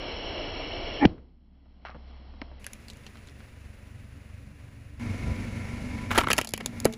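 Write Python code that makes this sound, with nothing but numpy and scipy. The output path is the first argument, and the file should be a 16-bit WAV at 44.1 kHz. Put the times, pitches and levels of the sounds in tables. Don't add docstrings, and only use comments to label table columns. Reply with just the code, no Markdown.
import sys
import numpy as np
from scipy import signal
from scipy.fft import rfft, irfft, next_fast_len
from scipy.io import wavfile
from scipy.ndimage import uniform_filter1d, map_coordinates

SR = 44100
rng = np.random.default_rng(int(sys.argv[2]) if len(sys.argv) > 2 else 0)


def gain_from_db(level_db):
    decades = np.asarray(level_db, float) / 20
    return 10 ** decades


def generate_wav(signal):
    frames = np.transpose(np.atleast_2d(signal))
    scaled = np.clip(frames, -1, 1) * 32767
    pcm = np.round(scaled).astype(np.int16)
    wavfile.write(sys.argv[1], SR, pcm)


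N = 307377

SLOW_SPEED, SLOW_END_S, TOY_START_S = 0.3, 2.596, 4.995
FAN_HZ, FAN_NEAR_HZ, FAN_NEAR_S, WHINE_HZ = 216.4, 220.5, 5.6, 992.7

# [firing_multiple, level_db]
ORDERS_SLOW = [(2, -18), (3, -16), (4, 15), (5, -3.5), (6, -16), (10, 2), (12, 4.5)]
ORDERS_ROLL = [(1, -27), (2, -8), (3, 2), (4, -1), (5, -3), (6, -9), (7, -16), (9, -13.5), (10, -20),
               (12, -12)]
ORDERS_TOY = [(1, -49.5), (2, 1), (3, 2.5), (4, 6.5), (5, 1), (6, -24), (9, -10), (10, 2), (12, -6)]
# [freq_hz, level_db_per_hz]
SPRAY = [(24, -31.5), (40, 0.5), (197, -14.5), (287, -6), (611, -9), (1250, -18.5), (1850, -20.5),
         (2240, -15.5), (2490, -20.5), (2880, -7), (3630, -21), (4290, -18.5), (4760, -30.5), (5520, -16.5),
         (6000, -45), (7800, -52), (13200, -120)]
FOAM = [(190, -43), (330, -9), (718, -5), (1780, -18), (2090, -13.5), (2500, -18.5), (3080, -13.5),
        (5510, -22), (6000, -37.5), (7800, -65), (13200, -120)]
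BAY_ROLL = [(60, 8.5), (170, -5), (224, 6), (270, -8), (540, -7), (900, -16), (2050, -10.5), (2850, -14),
            (3050, -20.5), (6800, -26.5), (8400, -30.5), (10300, -24), (13200, -38), (15000, -29.5)]
BAY_TOY = [(70, -3), (147, -5.5), (239, -1), (322, -13), (836, -20.5), (1280, -24), (2220, -20),
           (2850, -24.5), (3050, -29.5), (6840, -34), (8300, -41), (10500, -35.5), (13200, -53),
           (15000, -44)]
# [freq_hz, width_hz, level_db]
SPRAY_RINGS = [(387, 17, 2), (660, 120, 6), (2290, 280, 4.5), (2845, 190, -1.5)]
INJECTOR_RING = [(6900, 270, 3.5)]
BAY_RINGS = [(543, 91, 3), (1371.3, 21, 11.5), (1800, 41.5, 6), (2135, 96, 6), (2250, 160, 5.5)]
FAN_RING = [(221.7, 12.5, 6)]
# [time_s, gain_db]
GAIN_SLOW = [
    (0, 0),
    (0.98, 0.21),
    (1, 0.5),
    (1.178, -24.5),
    (1.39, -32.5),
    (1.538, -29),
    (1.61, -28.5),
    (2.1, -16.5),
    (SLOW_END_S, -17.5),
]
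GAIN_TOY = [
    (TOY_START_S, -1),
    (5.06, 0),
    (6.17, -1),
    (6.38, -4),
    (6.463, -18),
    (6.61, -9),
    (6.77, -4),
    (6.86, -5),
    (6.97, -11),
]
# [time_s, share_of_way]
TRAVEL = [
    (SLOW_END_S, 0),
    (TOY_START_S, 1),
]
# [time_s, level_db]
LURCH = [
    (5.19, -61),
    (5.24, -30.5),
    (5.31, -29),
    (5.35, -38),
    (5.4, -56),
]
# [freq_hz, width_hz, level_db]
BODY_MODES = [(65, 18, 10), (95, 15, 4), (143, 18, -17), (217, 11, -27), (482, 130, -12)]
# [time_s, pops_per_s, level_db]
TREAD = [
    (2.62, 120, -33),
    (3.0, 150, -33),
    (3.45, 120, -34),
    (3.7, 40, -37),
]
# [time_s, peak_db, centre_hz, bright_edge_db_re_peak]
GRIT = [(2.6436, -34.5, 2720, -3), (2.6657, -28, 1650, 5), (2.7332, -36, 2360, 8.5),
        (2.8208, -56, 1910, -13.5), (2.8833, -35.5, 4520, -10), (2.9007, -32, 3950, -26),
        (2.914, -50, 3980, -10), (2.9339, -41, 4750, -9), (2.9706, -54.5, 4000, 6), (3.037, -46, 2220, -20),
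        (3.0455, -50, 2250, -3.5), (3.0656, -31.5, 2490, -16), (3.1553, -40, 1240, -20),
        (3.1712, -42.5, 2790, -14), (3.273, -42.5, 3750, -19), (3.286, -41, 2070, -18.5),
        (3.4045, -40.5, 1480, -22)]
# [time_s, peak_db, centre_hz, t60_s]
SPLATS = [(1.181, -49, 1254, 0.053), (1.658, -56, 615, .05), (1.8515, -28, 708, 0.014),
          (1.8522, -35, 1274, 0.0084), (1.856, -34, 1424, 0.031), (1.8652, -33.5, 1234, 0.018),
          (1.8701, -33, 1214, 0.057), (1.8855, -33.5, 1390, 0.021), (1.895, -32.5, 756, 0.031),
          (1.9114, -39, 1103, 0.11), (1.8595, -33, 1430, 0.035), (1.866, -51, 4000, .02),
          (1.878, -46, 1600, 0.029), (1.884, -49.5, 3000, .02), (1.903, -40, 4000, 0.011),
          (1.9, -43, 1400, .03)]
# [time_s, peak_db, centre_hz, t60_s]
THUDS = [(1.9464, -39, 740, 0.015), (1.9512, -37, 499.6, 0.074), (2.1181, -60, 730, 0.038),
         (2.3392, -44.5, 560, 0.045), (2.417, -24, 2000, 0.009), (2.4205, -30.5, 650, 0.0227),
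         (2.5153, -41.5, 530, 0.055)]
# [time_s, flutter_hz, effort_db]
TEAR = [
    (.995, 281.6, -58.5),
    (1.012, 286.6, -27.5),
    (1.028, 291.6, -15),
    (1.04, 262, -15.5),
    (1.048, 302, -18),
    (1.0535, 323.6, -6),
    (1.055, 300, -59.5),
]
# [time_s, level_db, start_hz, end_hz, glide_s, t60_s]
BURST = (1.0547, -1, 265, 80, .0075, .018)
DROP = (6.8541, -7, 590, 240, .0042, .016)
# [freq_hz, t60_s, level_db]
BURST_TAIL = [(85.5, 0.061, -24), (155, 0.27, -26.5), (361, 0.482, -36.5), (650, 0.054, -49),
              (2000, 0.061, -47.5), (4515, .07, -61)]
# [freq_hz, level_db, t60_s]
BOARD_MODES = [(84.5, -38, 0.072), (160, -18, 0.04), (228.7, -33, 0.696), (438, -35.5, 0.42),
               (650, -33, 0.16), (850, -53, 0.7)]
# [time_s, peak_db, centre_hz, bright_edge_db_re_peak,
# t60_s]
LONE_CLICK = (6, -53, 2240, -5, -1.68)
CRUSH = [(6.107, -19.5, 1010, -23, 0.009), (6.1141, -16, 1300, -18, 0.0115), (6.13, -28, 1320, -28.5, .046),
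         (6.148, -27.5, 2200, -16, 0.011), (6.153, -25, 1100, -8.5, .01), (6.1582, -16.5, 1230, -14, 0.017),
         (6.1666, -43.5, 2092, -18, 0.051), (6.1773, -4.5, 915, -28, 0.027),
         (6.1795, -10.5, 914, 1.5, 0.047), (6.183, -13.5, 2190, -13, 0.015), (6.1835, -6.5, 1640, -9, .008),
         (6.1861, -9.5, 2290, -14, 0.014), (6.189, -15, 719, -24, 0.00379),
         (6.2038, -24.5, 1622, -22, 0.0082), (6.2078, -21.5, 2270, -19, 0.012),
         (6.2131, -17.5, 1288, -23.5, 0.011), (6.2362, -21, 1100, -9, 0.015),
         (6.242, -23, 1314, -19.5, 0.025), (6.2683, -29.5, 1300, -20, .008),
         (6.2711, -12, 1260, -40, 0.012), (6.2855, -19, 1460, -6, 0.0085), (6.3027, -11, 1515, -8, 0.015),
         (6.3042, -15.5, 1800, -10, 0.017), (6.3091, -14, 2800, -24, 0.016), (6.3137, -15, 2860, -3, 0.008),
         (6.3162, -9, 2646, -16.5, 0.011), (6.3314, -16, 2790, 7.5, 0.028),
         (6.3337, -11, 2214, -25, 0.0058)]
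# [time_s, peak_db, centre_hz, bright_edge_db_re_peak]
CRACKS = [(6.3669, -32.5, 5000, 0.5), (6.3748, -38, 3000, 6), (6.381, -12, 3280, -2),
          (6.3862, -11.5, 1680, -2), (6.3883, -22.5, 1300, -4.5), (6.405, -44, 5000, 8),
          (6.4137, -18.5, 2880, -1), (6.4473, -28, 3086, 5.5), (6.4732, -26, 4550, -1.5),
          (6.491, -30, 5130, 2.5), (6.508, -46, 5000, 11), (6.519, -45, 5000, -1), (6.564, -43, 5000, 2),
          (6.632, -52.5, 5000, 2), (6.5372, -15, 2900, 0), (6.5773, -28, 2500, 3), (6.603, -33, 1190, -8),
          (6.607, -26, 2070, -12), (6.6603, -20, 3700, 6), (6.802, -31.5, 3570, 10.5),
          (6.847, -21, 4750, -13), (6.8537, -14.5, 1550, 8), (6.926, -35, 3600, 2),
          (6.937, -29, 3970, -8.5)]
# [time_s, length_s, level_db]
SURGES = [
    (6.108, 0.0255, -33),
    (6.148, 0.067, -31.5),
    (6.197, 0.0085, -42),
    (6.272, 0.13, -42.5),
    (6.402, 0.045, -49),
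]
# [freq_hz, width_hz]
GRIND_MODES = [(930, 100), (1150, 140), (1380, 74), (1630, 120), (2210, 270)]
SNAP_MODES = [(600, 110), (945, 100), (1330, 67), (1650, 140), (1950, 200), (2290, 100), (2800, 370),
              (3300, 190)]
# [freq_hz, width_hz, level_db]
PORT_RINGS = [(4800, 1500, -1), (6600, 1500, 1), (10200, 1700, 2), (14000, 1500, -9)]
# [low_hz, high_hz]
HOLES_HZ = [(11700, 12550), (15450, 16350), (19450, 52000)]


def rms_one(x):
    return x / np.sqrt(np.mean(x ** 2) + 1e-20)


def in_time(rows):
    s, *columns = np.transpose(rows)
    t = np.arange(N) / SR
    gate = uniform_filter1d(1. * ((t >= s[0]) & (t <= s[-1])), size=100)
    return [gate] + [np.interp(t, s, c) for c in columns]


def follow(control, *layers, after_s=-1):
    return [(s, *[rest + slope * v for rest, slope in layers]) for s, v in control if s > after_s]


def drift(rate):
    knots = rng.standard_normal(430)
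    coarse = map_coordinates(knots, [np.arange(N // 64 + 2) * 64 / SR * min(rate, 59)], order=3)
    return np.interp(np.arange(N) / 64, np.arange(len(coarse)), rms_one(coarse))


def glide(hz):
    return 2 * np.pi * np.cumsum(hz) / SR


def band(x, low_hz, high_hz):
    return signal.sosfilt(signal.butter(2, [low_hz, min(high_hz, 20000)], "band", fs=SR, output="sos"), x)


def noise_band(low_hz, high_hz):
    return rms_one(band(rng.standard_normal(N), low_hz, high_hz))


def resonance(x, hz, width_hz):
    r = np.exp(-np.pi * width_hz / SR)
    return signal.lfilter([(1 - r * r) / 2, 0, (r * r - 1) / 2], [1, -2 * r * np.cos(2 * np.pi * hz / SR), r * r], x)


def coloured(spectrum, low_hz, high_hz, rings=()):
    size = next_fast_len(N)
    hz, points = np.fft.rfftfreq(size, 1 / SR) + 1, np.array(spectrum)
    level_db = np.interp(np.log(hz), np.log(points[:, 0]), points[:, 1])
    for ring_hz, width_hz, ring_db in rings:
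        level_db += ring_db / (1 + (2 * (hz - ring_hz) / width_hz) ** 2)
    bins = rfft(rng.standard_normal(size)) * gain_from_db(level_db)
    inside = irfft(bins * ((hz > low_hz) & (hz < high_hz)), size)
    return irfft(bins, size)[:N] / inside.std()


def firing_phase():
    idle_hz, loaded_hz = 23.36, 23.94
    t = np.arange(N) / SR
    rate_hz = np.where(t < TOY_START_S, idle_hz, loaded_hz) * np.where(t < SLOW_END_S, SLOW_SPEED, 1)
    return glide(rate_hz * (1 + 0.00425 * drift(5.9)))


def exhaust(phase, orders, wobble_db):
    out = np.zeros(N)
    for k, db in orders:
        level = gain_from_db(db + wobble_db * min(k / 4, 1) * drift(17))
        out += level * np.cos(k * phase - 0.58 * k + 0.14 * k * drift(14))
    return rms_one(out)


def engine(rows, orders, noise, throb_db, wobble_db):
    flicker_db = 0.6
    gate, exhaust_db, hiss_db = in_time(rows)
    phase = firing_phase()
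    hiss = noise * gain_from_db(hiss_db + throb_db * np.cos(phase) + flicker_db * drift(24))
    return gate * (gain_from_db(exhaust_db) * exhaust(phase, orders, wobble_db) + hiss)


def hum(hz, rows, wobble_db, wander):
    gate, db = in_time(rows)
    phase = glide(hz * (1 + wander * drift(11)))
    return gate * np.sqrt(2) * gain_from_db(db + wobble_db * drift(8.5)) * np.sin(phase)


def slowed_bed():
    exhaust_level, leak_level = (-43.5, 0.527), (-37.5, 1.265)
    fan_level, drone_level = (-33.5, 0.767), (-51.5, 0.41)
    burst_done = np.arange(N) > BURST[0] * SR
    leak = np.where(burst_done, coloured(FOAM, 250, 4400), coloured(SPRAY, 330, 3400, SPRAY_RINGS))
    out = engine(follow(GAIN_SLOW, exhaust_level, leak_level), ORDERS_SLOW, leak, throb_db=0.12, wobble_db=2.5)
    gate, drone_db = in_time(follow(GAIN_SLOW, drone_level, after_s=BURST[0]))
    out += gate * gain_from_db(drone_db) * rms_one(band(band(rng.standard_normal(N), 130, 283.6), 70, 330))
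    return out + hum(FAN_HZ * SLOW_SPEED, follow(GAIN_SLOW, fan_level, after_s=BURST[0]), 1.0, 0.011)


def rolling_bed():
    exhaust_level, hiss_level = (-51.5, 6.8), (-58, -4)
    fan_level, whine_level = (-60.5, -19), (-75.5, -2.1)
    bay = coloured(BAY_ROLL, 530, 2700, INJECTOR_RING)
    out = engine(follow(TRAVEL, exhaust_level, hiss_level), ORDERS_ROLL, bay, throb_db=1.0, wobble_db=3.78)
    out += hum(FAN_HZ, follow(TRAVEL, fan_level), 1.5, 0.0047)
    return out + hum(WHINE_HZ, follow(TRAVEL, whine_level), 3.2, 0.00238)


def toy_bed():
    exhaust_level, hiss_level = (-35.5, 1.05), (-44, 1)
    fan_level, whine_level = (-49, 0.15), (-58, 2.2)
    bay = coloured(BAY_TOY, 280.0, 3340, BAY_RINGS + FAN_RING)
    out = engine(follow(GAIN_TOY, exhaust_level, hiss_level), ORDERS_TOY, bay, throb_db=1.0, wobble_db=4.0)
    out += hum(FAN_NEAR_HZ, follow(GAIN_TOY, fan_level, after_s=FAN_NEAR_S), 0.56, 0.0023)
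    return out + hum(WHINE_HZ, follow(GAIN_TOY, whine_level), 3.2, 0.0019)


def ducking(hits, depth, release_db_s):
    over_db = np.maximum(20 * np.log10(uniform_filter1d(np.abs(hits), size=300) + 1e-9) + 34, 0)
    ramp = release_db_s * np.arange(N) / SR
    return gain_from_db(-depth * (np.maximum.accumulate(over_db + ramp) - ramp))


def lurch():
    gate, db = in_time(LURCH)
    shake = band(rng.standard_normal(N), 37.0, 610)
    modes = sum(gain_from_db(d) * rms_one(resonance(shake, hz, width_hz)) for hz, width_hz, d in BODY_MODES)
    return gate * gain_from_db(db) * rms_one(modes)


def wet_tread():
    gate, per_s, db = in_time(TREAD)
    popping = rng.random(N) < per_s * gain_from_db(5 * drift(14)) / SR
    pops = popping * rng.standard_normal(N) * gate
    pitches_hz, dealt = np.geomspace(1800, 5200, 8), rng.integers(0, 8, N)
    rings = sum(resonance(pops * (dealt == k) + 1e-18, hz, hz / 9) for k, hz in enumerate(pitches_hz))
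    return gain_from_db(db) * rings


def pulse(s, db, start_hz, end_hz, glide_s, t60_s):
    t = np.maximum(np.arange(N) / SR - s, 0)
    hz = (t > 0) * (end_hz + (start_hz - end_hz) * np.exp(-(t / glide_s) ** 2))
    return gain_from_db(db - 60 * (t / t60_s) ** 2) * np.sin(glide(hz))


def board():
    t = np.maximum(np.arange(N) / SR - DROP[0], 0)
    out = pulse(*DROP) + (t > 0) * gain_from_db(-27 - 60 * t / 0.068) * noise_band(120, 1600)
    for hz, db, t60_s in BOARD_MODES:
        out += gain_from_db(db - 60 * t / t60_s + 2.9 * drift(40)) * np.sin(2 * np.pi * hz * t)
    return out


def snaps(rows, low_hz, high_hz, top_hz, grain_db, cycles, tail_db, lead, knock_db, shell=(), rings=(),
          thump_db=-60):
    rise_s, tail_t60_s = 0.0004, 0.067
    shell_share, shell_reach_oct = 0.45, 0.8
    edge_t60_s, edge_linger_db, edge_flat_share = 0.014, -10, 0.25
    size = 8000
    out = np.zeros(N + size)
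    t = np.arange(size) / SR
    draws = rng.random((len(rows), 3, size)) * (1 - 1e-9) + 1e-10
    white = np.sqrt(-2 * np.log(draws[:, 0])) * np.cos(2 * np.pi * draws[:, 1])
    for (s, db, hz, edge_db, t60_s), noise, big in zip(rows, white, -np.log(draws[:, 2])):
        fall = gain_from_db(-60 * (t / max(t60_s, .004)) ** 1.39) + gain_from_db(tail_db - 60 * t / tail_t60_s)
        slips = noise * gain_from_db(grain_db * np.minimum(big, 4)) * fall * np.minimum(t / rise_s, 1)
        slips = slips + lead * (t == 0)
        mid = resonance(resonance(slips, hz, hz / cycles), hz, hz * 0.34)
        mid = mid + 0.71 * band(slips, hz / 1.73, hz * 2.01)
        for k, (mode_hz, width_hz) in enumerate(shell):
            near = shell_share * np.exp(-(np.log2(mode_hz / hz) / shell_reach_oct) ** 2)
            mid = mid + (-1) ** k * near * np.sqrt(hz / width_hz) * resonance(slips, mode_hz, width_hz)
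        quick = slips * (gain_from_db(-60 * t / edge_t60_s) + gain_from_db(edge_linger_db))
        edge = edge_flat_share * band(quick, high_hz, top_hz)
        for ring_hz, width_hz, ring_db in rings:
            ring = resonance(resonance(quick, ring_hz, width_hz), ring_hz, 2 * width_hz)
            edge = edge + gain_from_db(ring_db) * ring
        knock = band(resonance(slips, low_hz, low_hz * 2.44), low_hz / 3, low_hz * 2.32)
        thump = band(np.abs(slips), 58, 224)
        body_db = knock_db - 3.6 * np.log2(hz / 2000)
        parts = ((0, mid), (edge_db, edge), (body_db, knock), (thump_db, thump))
        at = round(s * SR) - 5
        out[at:at + size] += sum(gain_from_db(db + d) * v / np.abs(v).max() for d, v in parts)
    return out[:N]


def grit():
    rows = [(*row, 0.0051) for row in GRIT]
    return snaps(rows, 600, 5600, 10300, rings=PORT_RINGS[1:3], grain_db=3.5, cycles=3.4, tail_db=-8.5,
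                 lead=7.6, knock_db=-10.5)


def wet_hits():
    edge_db = -43
    wet = dict(low_hz=164, high_hz=3400, top_hz=5800, grain_db=3.5, cycles=2.6, tail_db=-10.5, lead=37)
    splats, thuds = [[(s, db, hz, edge_db, t60_s) for s, db, hz, t60_s in rows] for rows in (SPLATS, THUDS)]
    return snaps(splats, knock_db=-28, **wet) + snaps(thuds, knock_db=-8, **wet)


def burst():
    wall_hz, wall_db, sag_start_s, sag_hz_per_s = 830, -7, 1.035, 6500
    gate, flutter_hz, effort_db = in_time(TEAR)
    t = np.arange(N) / SR
    turns = glide(flutter_hz * (1 + .08 * drift(59)))
    sagging_hz = wall_hz - sag_hz_per_s * np.clip(t - sag_start_s, 0, .03)
    flutter = np.sin(turns) + 0.3 * np.sin(1.3 * turns)
    flutter += gain_from_db(wall_db) * np.sin(glide(sagging_hz * (1 + 0.018 * drift(59))))
    flutter += 0.27 * noise_band(40, 700)
    white = rng.standard_normal((2, N))
    rasp = sum(resonance(resonance(v, hz, 200), hz, 300) for v, hz in zip(white, (1800, 2280)))
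    rasp = rms_one(band(rasp, 1500, 2600))
    out = gate * (gain_from_db(effort_db) * flutter + gain_from_db(-21.5 + 0.53 * effort_db) * rasp) - pulse(*BURST)
    after = np.maximum(t - BURST[0] + 0.0011, 0)
    out += (after > 0) * gain_from_db(-17.5 - 60 * (after / 0.011) ** 2) * rms_one(band(white[0], 1100, 3800))
    for hz, t60_s, db in BURST_TAIL:
        out += (after > 0) * gain_from_db(db - 60 * after / t60_s) * noise_band(hz / 2.6, hz * 1.1)
    return out


def crunch():
    attack_s, release_db_s, edge_db = 0.0014, 900, -21
    rub_start_s, rub_rise_s, rub_db = 6.5, 0.28, -66
    t = np.arange(N) / SR
    surge = np.zeros(N)
    for s, length_s, db in SURGES:
        release_db = release_db_s * np.maximum(t - s - length_s, 0)
        surge += np.clip((t - s) / attack_s, 0, 1) * gain_from_db(db - release_db)
    slips = rng.standard_normal(N) * gain_from_db(4 * np.minimum(rng.exponential(1, N), 4) + 1.5 * drift(59))
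    shell = sum(rms_one(resonance(slips, hz, width_hz)) for hz, width_hz in GRIND_MODES)
    rub = np.clip((t - rub_start_s) / rub_rise_s, 0, 1) * gain_from_db(rub_db) * noise_band(3000, 15000)
    return rub + surge * (rms_one(shell) + gain_from_db(edge_db) * rms_one(band(slips, 3100, 17000)))


def toy_breaks():
    plastic = dict(low_hz=338, high_hz=4230, top_hz=14400, thump_db=-18.5, shell=SNAP_MODES, rings=PORT_RINGS,
                   grain_db=7.0, lead=45.0)
    cave_in = snaps([LONE_CLICK] + CRUSH, knock_db=-9.5, cycles=3.5, tail_db=-18.0, **plastic)
    cracks = [(*row, 0.011) for row in CRACKS]
    return cave_in + snaps(cracks, knock_db=-5.5, cycles=5.0, tail_db=-9.5, **plastic)


def scene():
    beds = slowed_bed() + rolling_bed() + toy_bed()
    breaks = toy_breaks()
    out = beds * ducking(breaks, depth=0.044, release_db_s=150)
    out += lurch() + wet_tread() + grit() + wet_hits()
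    out += burst() + board() + crunch() + breaks
    return out[None]


def top_cut(x):
    return signal.sosfilt(signal.butter(12, 16520, fs=SR, output="sos"), x)


def record(dry):
    dip_hz, dip_width_hz, dip_db = 8190, 100, -17
    x = .62 * np.tanh(dry[0] / .62)
    size = next_fast_len(N)
    hz, bins = np.fft.rfftfreq(size, 1 / SR), rfft(x, size)
    treble_db = 20 * np.log10(uniform_filter1d(np.abs(band(x, 1500, 16000)), size=700) + 1e-9)
    loud = np.clip((treble_db + 42) / 18, 0, 1)
    takes = []
    for speed, holes in ((SLOW_SPEED, HOLES_HZ), (1, HOLES_HZ[:2])):
        heard = bins * gain_from_db(dip_db / (1 + (2 * (hz / speed - dip_hz) / dip_width_hz) ** 2))
        gaps = sum(np.clip(np.minimum(hz - a * speed, b * speed - hz) / 200 + .5, 0, 1) for a, b in holes)
        steady = irfft(heard * (1 - gaps), size)[:N]
        filled = irfft(heard * gaps * (hz < 19600 * speed), size)[:N]
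        takes.append(steady + loud * filled)
    out = np.where(np.arange(N) < SLOW_END_S * SR, *takes)
    out = signal.sosfilt(signal.butter(2, 16, "high", fs=SR, output="sos"), out)
    out = signal.sosfilt(signal.cheby2(12, 70, 16900, fs=SR, output="sos"), out)
    return top_cut(out[None])


dry = scene()
out = record(dry)
generate_wav(out)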